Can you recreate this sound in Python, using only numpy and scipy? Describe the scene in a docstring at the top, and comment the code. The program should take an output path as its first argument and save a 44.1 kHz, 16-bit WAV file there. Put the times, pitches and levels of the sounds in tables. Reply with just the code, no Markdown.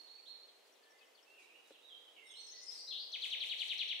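"""Songbirds in a wood. Distant whistles and thin high calls overlap, then a near bird on the left
steps down a ladder of notes into a fast trill of falling chirps. Every note is a gliding pure tone
that the trunks scatter and prolong. Under the birds lie a soft hush of air, thread drawn through
cloth, one dull knock and a low rustle that swells towards the end."""
import sys
import numpy as np
from scipy import signal
from scipy.fft import rfft, irfft
from scipy.io import wavfile

SR = 44100
rng = np.random.default_rng(int(sys.argv[2]) if len(sys.argv) > 2 else 0)


def transcribe(signal):
    """Save signal, clipped to [-1, 1], as a 16-bit WAV file at the path in sys.argv[1]."""
    frames = np.atleast_2d(signal).T
    limited = np.clip(frames, -1, 1)
    pcm = np.round(limited * 32767).astype(np.int16)
    wavfile.write(sys.argv[1], SR, pcm)


N = 176400


def undb(db):
    """Decibels to gain."""
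    return 10 ** (np.asarray(db) / 20)


def add(out, start_s, sound):
    """Mix a sound into a track."""
    at = int(start_s * SR) + np.arange(len(sound))
    inside = (at >= 0) & (at < len(out))
    out[at[inside]] += sound[inside]


def colour(noise, curve):
    """EQ noise along a curve of (freq_hz, gain_db) points; rms 1."""
    hz, db = np.array(curve).T
    gain_db = np.interp(np.log(np.fft.rfftfreq(N, 1 / SR) + 1), np.log(hz), db)
    shaped = irfft(rfft(noise) * undb(gain_db), N)
    return shaped / shaped.std()


def stereo_noise(n, shared):
    """White noise with a share of its power common to both sides."""
    return np.sqrt(shared) * rng.standard_normal(n) + np.sqrt(1 - shared) * rng.standard_normal((2, n))


def wander(n, rate_hz):
    """A smooth random modulator with a spread near 1."""
    return np.interp(np.arange(n) * rate_hz / SR, np.arange(512), rng.standard_normal(512))


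def tone(hz, rough=1):
    """A pure, slightly unsteady whistle on a pitch track."""
    waver = 1 + rough * .011 * wander(len(hz), rate_hz=262)
    return np.sqrt(2) * np.sin(2 * np.pi * np.cumsum(hz * waver) / SR)


def sing(notes, attack, release, rough=1):
    """Gliding notes; bend > 0 nears the end pitch early. Attack and release are shares of the length."""
    out = np.zeros(N)
    for start, length, from_hz, to_hz, bend, db in notes:
        u = np.linspace(0, 1, int(length * SR))
        hz = from_hz + (to_hz - from_hz) * np.expm1(-bend * u) / np.expm1(-bend)
        fade = np.clip(np.minimum(u / attack, (1 - u) / release), 0, 1)
        add(out, start, undb(db) * np.sin(np.pi / 2 * fade) * tone(hz, rough))
    return out


# Reverb decay of the wood: freq_hz, t60_s
WOOD_DECAY = [(2000, 1), (4200, 1), (6000, 1), (9000, 0.43)]
def wood(call, pan_db, direct_db, early_db, tail_db, tail_pan_db, early_s):
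    """A perch among trees: direct sound, echoes off near trunks, a diffuse tail. Positive pan is left."""
    n = 32768
    t = np.arange(n) / SR
    hz, t60s = np.array(WOOD_DECAY).T
    spectrum, bins = rfft(rng.standard_normal((2, n))), np.fft.rfftfreq(n, 1 / SR)
    bands = [irfft(spectrum * np.interp(bins, hz, weights), n) for weights in np.eye(len(hz))]
    tail = sum(band * np.exp(-np.log(1000) * t / t60) for band, t60 in zip(bands, t60s))
    tail *= 1 - np.exp(-t / .0073)
    trunks = rng.random(n) < .01  # sparse reflections
    early = stereo_noise(n, shared=.6) * trunks * np.sqrt(t) * np.exp(-t / early_s)
    unit = lambda echo: echo / np.sqrt(np.sum(echo ** 2, axis=1, keepdims=True))
    side = np.array([[.5], [-.5]])
    echoes = undb(early_db + side * pan_db) * unit(early)
    echoes += undb(tail_db + side * tail_pan_db) * unit(tail)
    return undb(direct_db + side * pan_db) * call + signal.fftconvolve(call[None], echoes, axes=1)[:, :N]


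# EQ of the air bed: freq_hz, gain_db
AIR_EQ = [(24, -77), (40, -45.5), (173, -27.5), (257, -11), (478, 1), (527, -2.5), (1230, -9.5),
          (1530, -11.5), (1960, -9.5), (2170, -10.5), (2850, -8.5), (3390, -9.5), (4030, -13.5),
          (4450, -14.5), (6780, -18), (8070, -19), (15000, -26.5)]
def air():
    """A soft, wide, nearly steady hush of air."""
    return colour(stereo_noise(N, shared=.3), AIR_EQ) * undb(-68 + .5 * wander(N, rate_hz=5.7))


# Upward scoops: start_s, length_s, from_hz, to_hz, bend, level_db
RISING_NOTES = [(-.09, .11, 3000, 4386, 6, -51), (.066, .12, 2900, 4405, 9, -60.5),
                (.254, .075, 2730, 4290, 7.5, -55), (2.343, .085, 3154, 4340, 6, -55),
                (2.52, .075, 2990, 4480, 7.5, -58), (2.703, 0.095, 2860, 4420, 6.6, -58.5)]
def rising_whistles():
    """Distant whistles on the right shoot up and hold their pitch."""
    call = sing(RISING_NOTES, attack=.17, release=.21)
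    return wood(call, pan_db=-8.5, direct_db=-6, early_db=-7, tail_db=-.5, tail_pan_db=-3, early_s=.0089)


# Tiny downward glides: start_s, length_s, from_hz, to_hz, bend, level_db
TICK_NOTES = [(.175, .022, 2640, 2310, -1, -69), (.48, 0.018, 5060, 2950, 1.8, -67),
              (.65, 0.013, 5250, 4380, 3, -71.5), (.672, 0.026, 4140, 3050, 4.5, -79),
              (.72, 0.021, 5800, 5660, 1, -74), (.752, 0.016, 4260, 3180, -0.5, -73),
              (.828, 0.015, 5000, 4250, 2.5, -71), (.85, .035, 3890, 2960, 3.5, -75),
              (.896, .025, 5660, 5560, 2, -72), (.985, 0.013, 5100, 4300, 2, -68.5),
              (1.002, 0.024, 2664, 2504, -0.5, -65), (1.01, 0.0344, 3960, 2900, 3, -71),
              (1.058, 0.014, 5750, 5450, 1.5, -76), (1.147, .018, 5100, 4240, 3.5, -67),
              (1.172, 0.031, 3940, 2850, 3, -68), (1.222, .02, 5520, 5410, 6, -73),
              (1.297, 0.01, 4940, 4300, 4, -73)]
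def ticks():
    """Faint falling calls on the left, so short that they tick."""
    call = sing(TICK_NOTES, attack=.18, release=.38)
    return wood(call, pan_db=9, direct_db=-6, early_db=-3, tail_db=-8, tail_pan_db=4, early_s=.008)


# Pulls of the thread: centre_s, length_s, level_db
THREAD_PULLS = [(.29, .1, -75), (0.677, 0.042, -76), (0.926, .07, -80), (1.425, 0.13, -72),
                (1.693, 0.13, -72.5), (2.756, 0.25, -63.5), (3.282, 0.21, -61.5), (3.477, 0.18, -62.5),
                (3.659, 0.36, -63), (3.862, 0.5, -70.5)]
# EQ of its bright rasp: freq_hz, gain_db
THREAD_EQ = [(150, -37), (600, -12), (2000, -3), (6000, 4.5), (8500, 2), (12000, -5), (15000, -26)]
def thread():
    """Thread rasps through taut cloth in short, fluttering swishes."""
    swell = np.zeros(N)
    for centre, length, db in THREAD_PULLS:
        add(swell, centre - length / 2, undb(db) * np.hanning(int(length * SR)))
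    flutter = undb(2.3 * wander(N, rate_hz=100))
    return colour(rng.standard_normal((2, N)), THREAD_EQ) * swell * flutter


# Lower, mostly level notes: start_s, length_s, from_hz, to_hz, bend, level_db
MELLOW_NOTES = [(.82, 0.078, 1740, 1774, 2, -67.5), (.92, 0.076, 2000, 2055, 3.8, -74.5),
                (1.255, 0.154, 2550, 2740, 5.05, -66), (1.42, 0.027, 4000, 3885, 1.3, -70.5),
                (1.54, 0.039, 2750, 2874, 3.1, -62.5), (1.65, 0.03, 3900, 3805, 2.3, -70),
                (1.82, 0.089, 3700, 3910, 1.4, -62), (1.885, 0.071, 3800, 3100, 3.2, -56),
                (2.52, 0.088, 1970, 1942, 0.5, -71), (2.61, 0.098, 2000, 2080, 2.95, -69)]
def mellow_song():
    """A bird on the right whistles a soft, unhurried song."""
    call = sing(MELLOW_NOTES, attack=.2, release=.17)
    return wood(call, pan_db=-7.5, direct_db=-6, early_db=-8, tail_db=-2.5, tail_pan_db=-4.5,
                early_s=.015)


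# Far-off slurs: start_s, length_s, from_hz, to_hz, bend, level_db
FAR_NOTES = [(1.34, 0.075, 3000, 2200, 1.1, -65.5), (1.47, 0.074, 2250, 2670, 2.5, -68),
             (1.69, 0.059, 4300, 2500, 1, -65), (2.02, .05, 3500, 2995, 1, -65),
             (2.13, 0.054, 3100, 2660, 1, -62), (2.15, 0.102, 2570, 2084, 5, -65),
             (2.24, .03, 3730, 3820, 0.5, -64), (2.27, 0.059, 3790, 2720, -.5, -56.5)]
def far_song():
    """A song deep in the wood, heard mostly as echo."""
    call = sing(FAR_NOTES, attack=.16, release=.21)
    return wood(call, pan_db=-5, direct_db=-14, early_db=-4.5, tail_db=-.5, tail_pan_db=-4.5,
                early_s=.025)


# Modes of the struck wood: pitch_hz, gain_db, t60_s
KNOCK_MODES = [(315, -9, 0.058), (450, 2.5, 0.026), (530, 0, 0.034), (770, -9, 0.021)]
def knock(start_s=1.7065):
    """A dull tap on wood: a soft click over quickly damped modes."""
    out, t = np.zeros(N), np.arange(SR // 8) / SR
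    body = sum(undb(db) * np.sin(2 * np.pi * hz * t) * np.exp(-np.log(1000) * t / t60)
               for hz, db, t60 in KNOCK_MODES)
    body *= 1 - np.exp(-t / .0026)
    click = signal.sosfilt(signal.butter(2, 2500, fs=SR, output="sos"), rng.standard_normal(len(t)))
    click *= np.exp(-t / .006)
    add(out, start_s, undb(-44.5) * body + undb(-53.5) * click)
    return signal.sosfilt(signal.butter(4, 250, "high", fs=SR, output="sos"), out)


# Long, very high notes: start_s, length_s, from_hz, to_hz, bend, level_db
THIN_NOTES = [(2.22, 0.3, 8790, 8130, 1.05, -65), (2.615, 0.095, 9550, 8330, 2.7, -66),
              (2.71, 0.19, 8440, 7940, 0.66, -65.5)]
def thin_whistles():
    """Thin, clean whistles sag slowly in pitch."""
    call = sing(THIN_NOTES, attack=.27, release=.29, rough=.55)
    return wood(call, pan_db=-3, direct_db=-6, early_db=-6, tail_db=-12, tail_pan_db=-9, early_s=.011)


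# Short high steps: start_s, length_s, from_hz, to_hz, bend, level_db
LADDER_NOTES = [(2.265, 0.038, 5490, 5380, 1.4, -66.5), (2.302, 0.027, 6430, 6300, 1.5, -68),
                (2.366, 0.032, 5490, 5210, 2.1, -63), (2.403, 0.013, 6194, 6010, 2.1, -54.5),
                (2.463, 0.01, 6150, 6240, 1.4, -57), (2.468, .042, 5430, 5340, 1.3, -56),
                (2.507, .02, 6060, 6230, 1.6, -53), (2.568, 0.059, 5550, 5194, 2.5, -55.5),
                (2.6, 0.058, 7200, 6900, 1.8, -67), (2.61, 0.03, 6100, 5800, 1.5, -58.5),
                (2.664, 0.045, 5400, 5050, 2.3, -46), (2.708, .02, 5530, 5950, 1.3, -52.5),
                (2.775, 0.043, 5040, 4720, 2.4, -50), (2.811, 0.021, 5540, 5840, 1.5, -54.5)]
def ladder():
    """The near bird on the left steps down a ladder of slightly rough notes."""
    call = sing(LADDER_NOTES, attack=.12, release=.3, rough=1.7)
    return wood(call, pan_db=14.5, direct_db=-9, early_db=-6, tail_db=-2.5, tail_pan_db=2.5,
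                early_s=.0055)


# EQ of the rustle: freq_hz, gain_db
RUSTLE_EQ = [(120, -44), (300, -16.5), (450, -1.5), (700, 1.5), (1000, -7.5), (1600, -15), (8000, -17)]
# Its fader ride: time_s, level_db
RUSTLE_FADER = [(0, -80), (2.7, -84), (2.9, -68.5), (3.1, -71), (3.399, -66), (4, -73)]
def rustle():
    """A low rustle swells behind the near bird."""
    level_db = np.interp(np.arange(N) / SR, *np.array(RUSTLE_FADER).T)
    return colour(rng.standard_normal((2, N)), RUSTLE_EQ) * undb(level_db)


# Lead-in to the trill: start_s, length_s, from_hz, to_hz, bend, level_db
SLUR_NOTES = [(2.873, 0.031, 3650, 4245, 3.83, -42), (2.898, 0.027, 4350, 3133, 1.2, -41),
              (2.922, 0.042, 2620, 3742, 1.47, -45), (2.955, .04, 3600, 4473, 0.8, -44),
              (2.99, 0.028, 4200, 5000, 1.1, -48.5)]
def slurs():
    """The near bird zigzags through a few quick, joined notes."""
    call = sing(SLUR_NOTES, attack=.22, release=.22)
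    return wood(call, pan_db=9, direct_db=-8.5, early_db=-4.5, tail_db=-5, tail_pan_db=1.5, early_s=.025)


def stroke(from_hz, to_hz, length_s):
    """A straight pitch sweep that fades in and out."""
    n = int(length_s * SR)
    return np.hanning(n) * tone(np.linspace(from_hz, to_hz, n))


# Chirps of the trill: start_s, length_s, pitch_hz, level_db, upstroke_accent_db
TRILL_CHIRPS = [(3.125, 0.042, 4635, -37.5, 3), (3.217, 0.046, 4630, -36, -3),
                (3.310, 0.046, 4500, -35.5, 2), (3.403, 0.044, 4570, -36, -1), (3.494, .048, 4600, -36, -3),
                (3.591, 0.047, 4600, -35.5, -1), (3.690, .048, 4486, -35, 0.5),
                (3.787, 0.049, 4604, -34, 6), (3.887, 0.05, 4498, -35.5, 3)]
# Contour of one chirp: share_of_length, pitch_ratio, gain_db
CHIRP_CONTOUR = [(0, 1.02, -7), (.12, .88, 0.5), (.28, .775, 0.5), (0.579, .645, -0.5), (.85, .49, -7),
                 (1, 0.35, -22)]
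def trill():
    """The near bird's steep falling chirps, each with a faint upstroke before it and a snap midway."""
    call = np.zeros(N)
    share, ratio, contour_db = np.array(CHIRP_CONTOUR).T
    for start, length, pitch_hz, db, accent_db in TRILL_CHIRPS:
        u = np.linspace(0, 1, int(length * SR))
        swell = undb(db + np.interp(u, share, contour_db)) * signal.windows.tukey(len(u), .1)
        add(call, start, swell * tone(pitch_hz * np.interp(u, share, ratio)))
        snap = undb(db + 3) * stroke(from_hz=4262, to_hz=2414, length_s=.006)
        add(call, start + .545 * length, snap)
        upstroke = undb(-51 + accent_db) * stroke(from_hz=4930, to_hz=6440, length_s=.007)
        add(call, start - .0091, upstroke)
    return wood(call, pan_db=6.5, direct_db=-8, early_db=-8, tail_db=-6, tail_pan_db=1.5, early_s=.0084)


def scene():
    """The near bird in front, distant birds around it, and the quiet layers underneath."""
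    near_bird = trill() + slurs() + ladder()
    distant_birds = rising_whistles() + mellow_song() + far_song() + ticks() + thin_whistles()
    return near_bird + distant_birds + knock() + thread() + air() + rustle()


def record(dry):
    """A steep low-pass trims the top of the treble."""
    cutoff_hz = 15650
    return signal.sosfilt(signal.ellip(10, .2, 70, cutoff_hz, fs=SR, output="sos"), dry)


dry = scene()
out = record(dry)
transcribe(out)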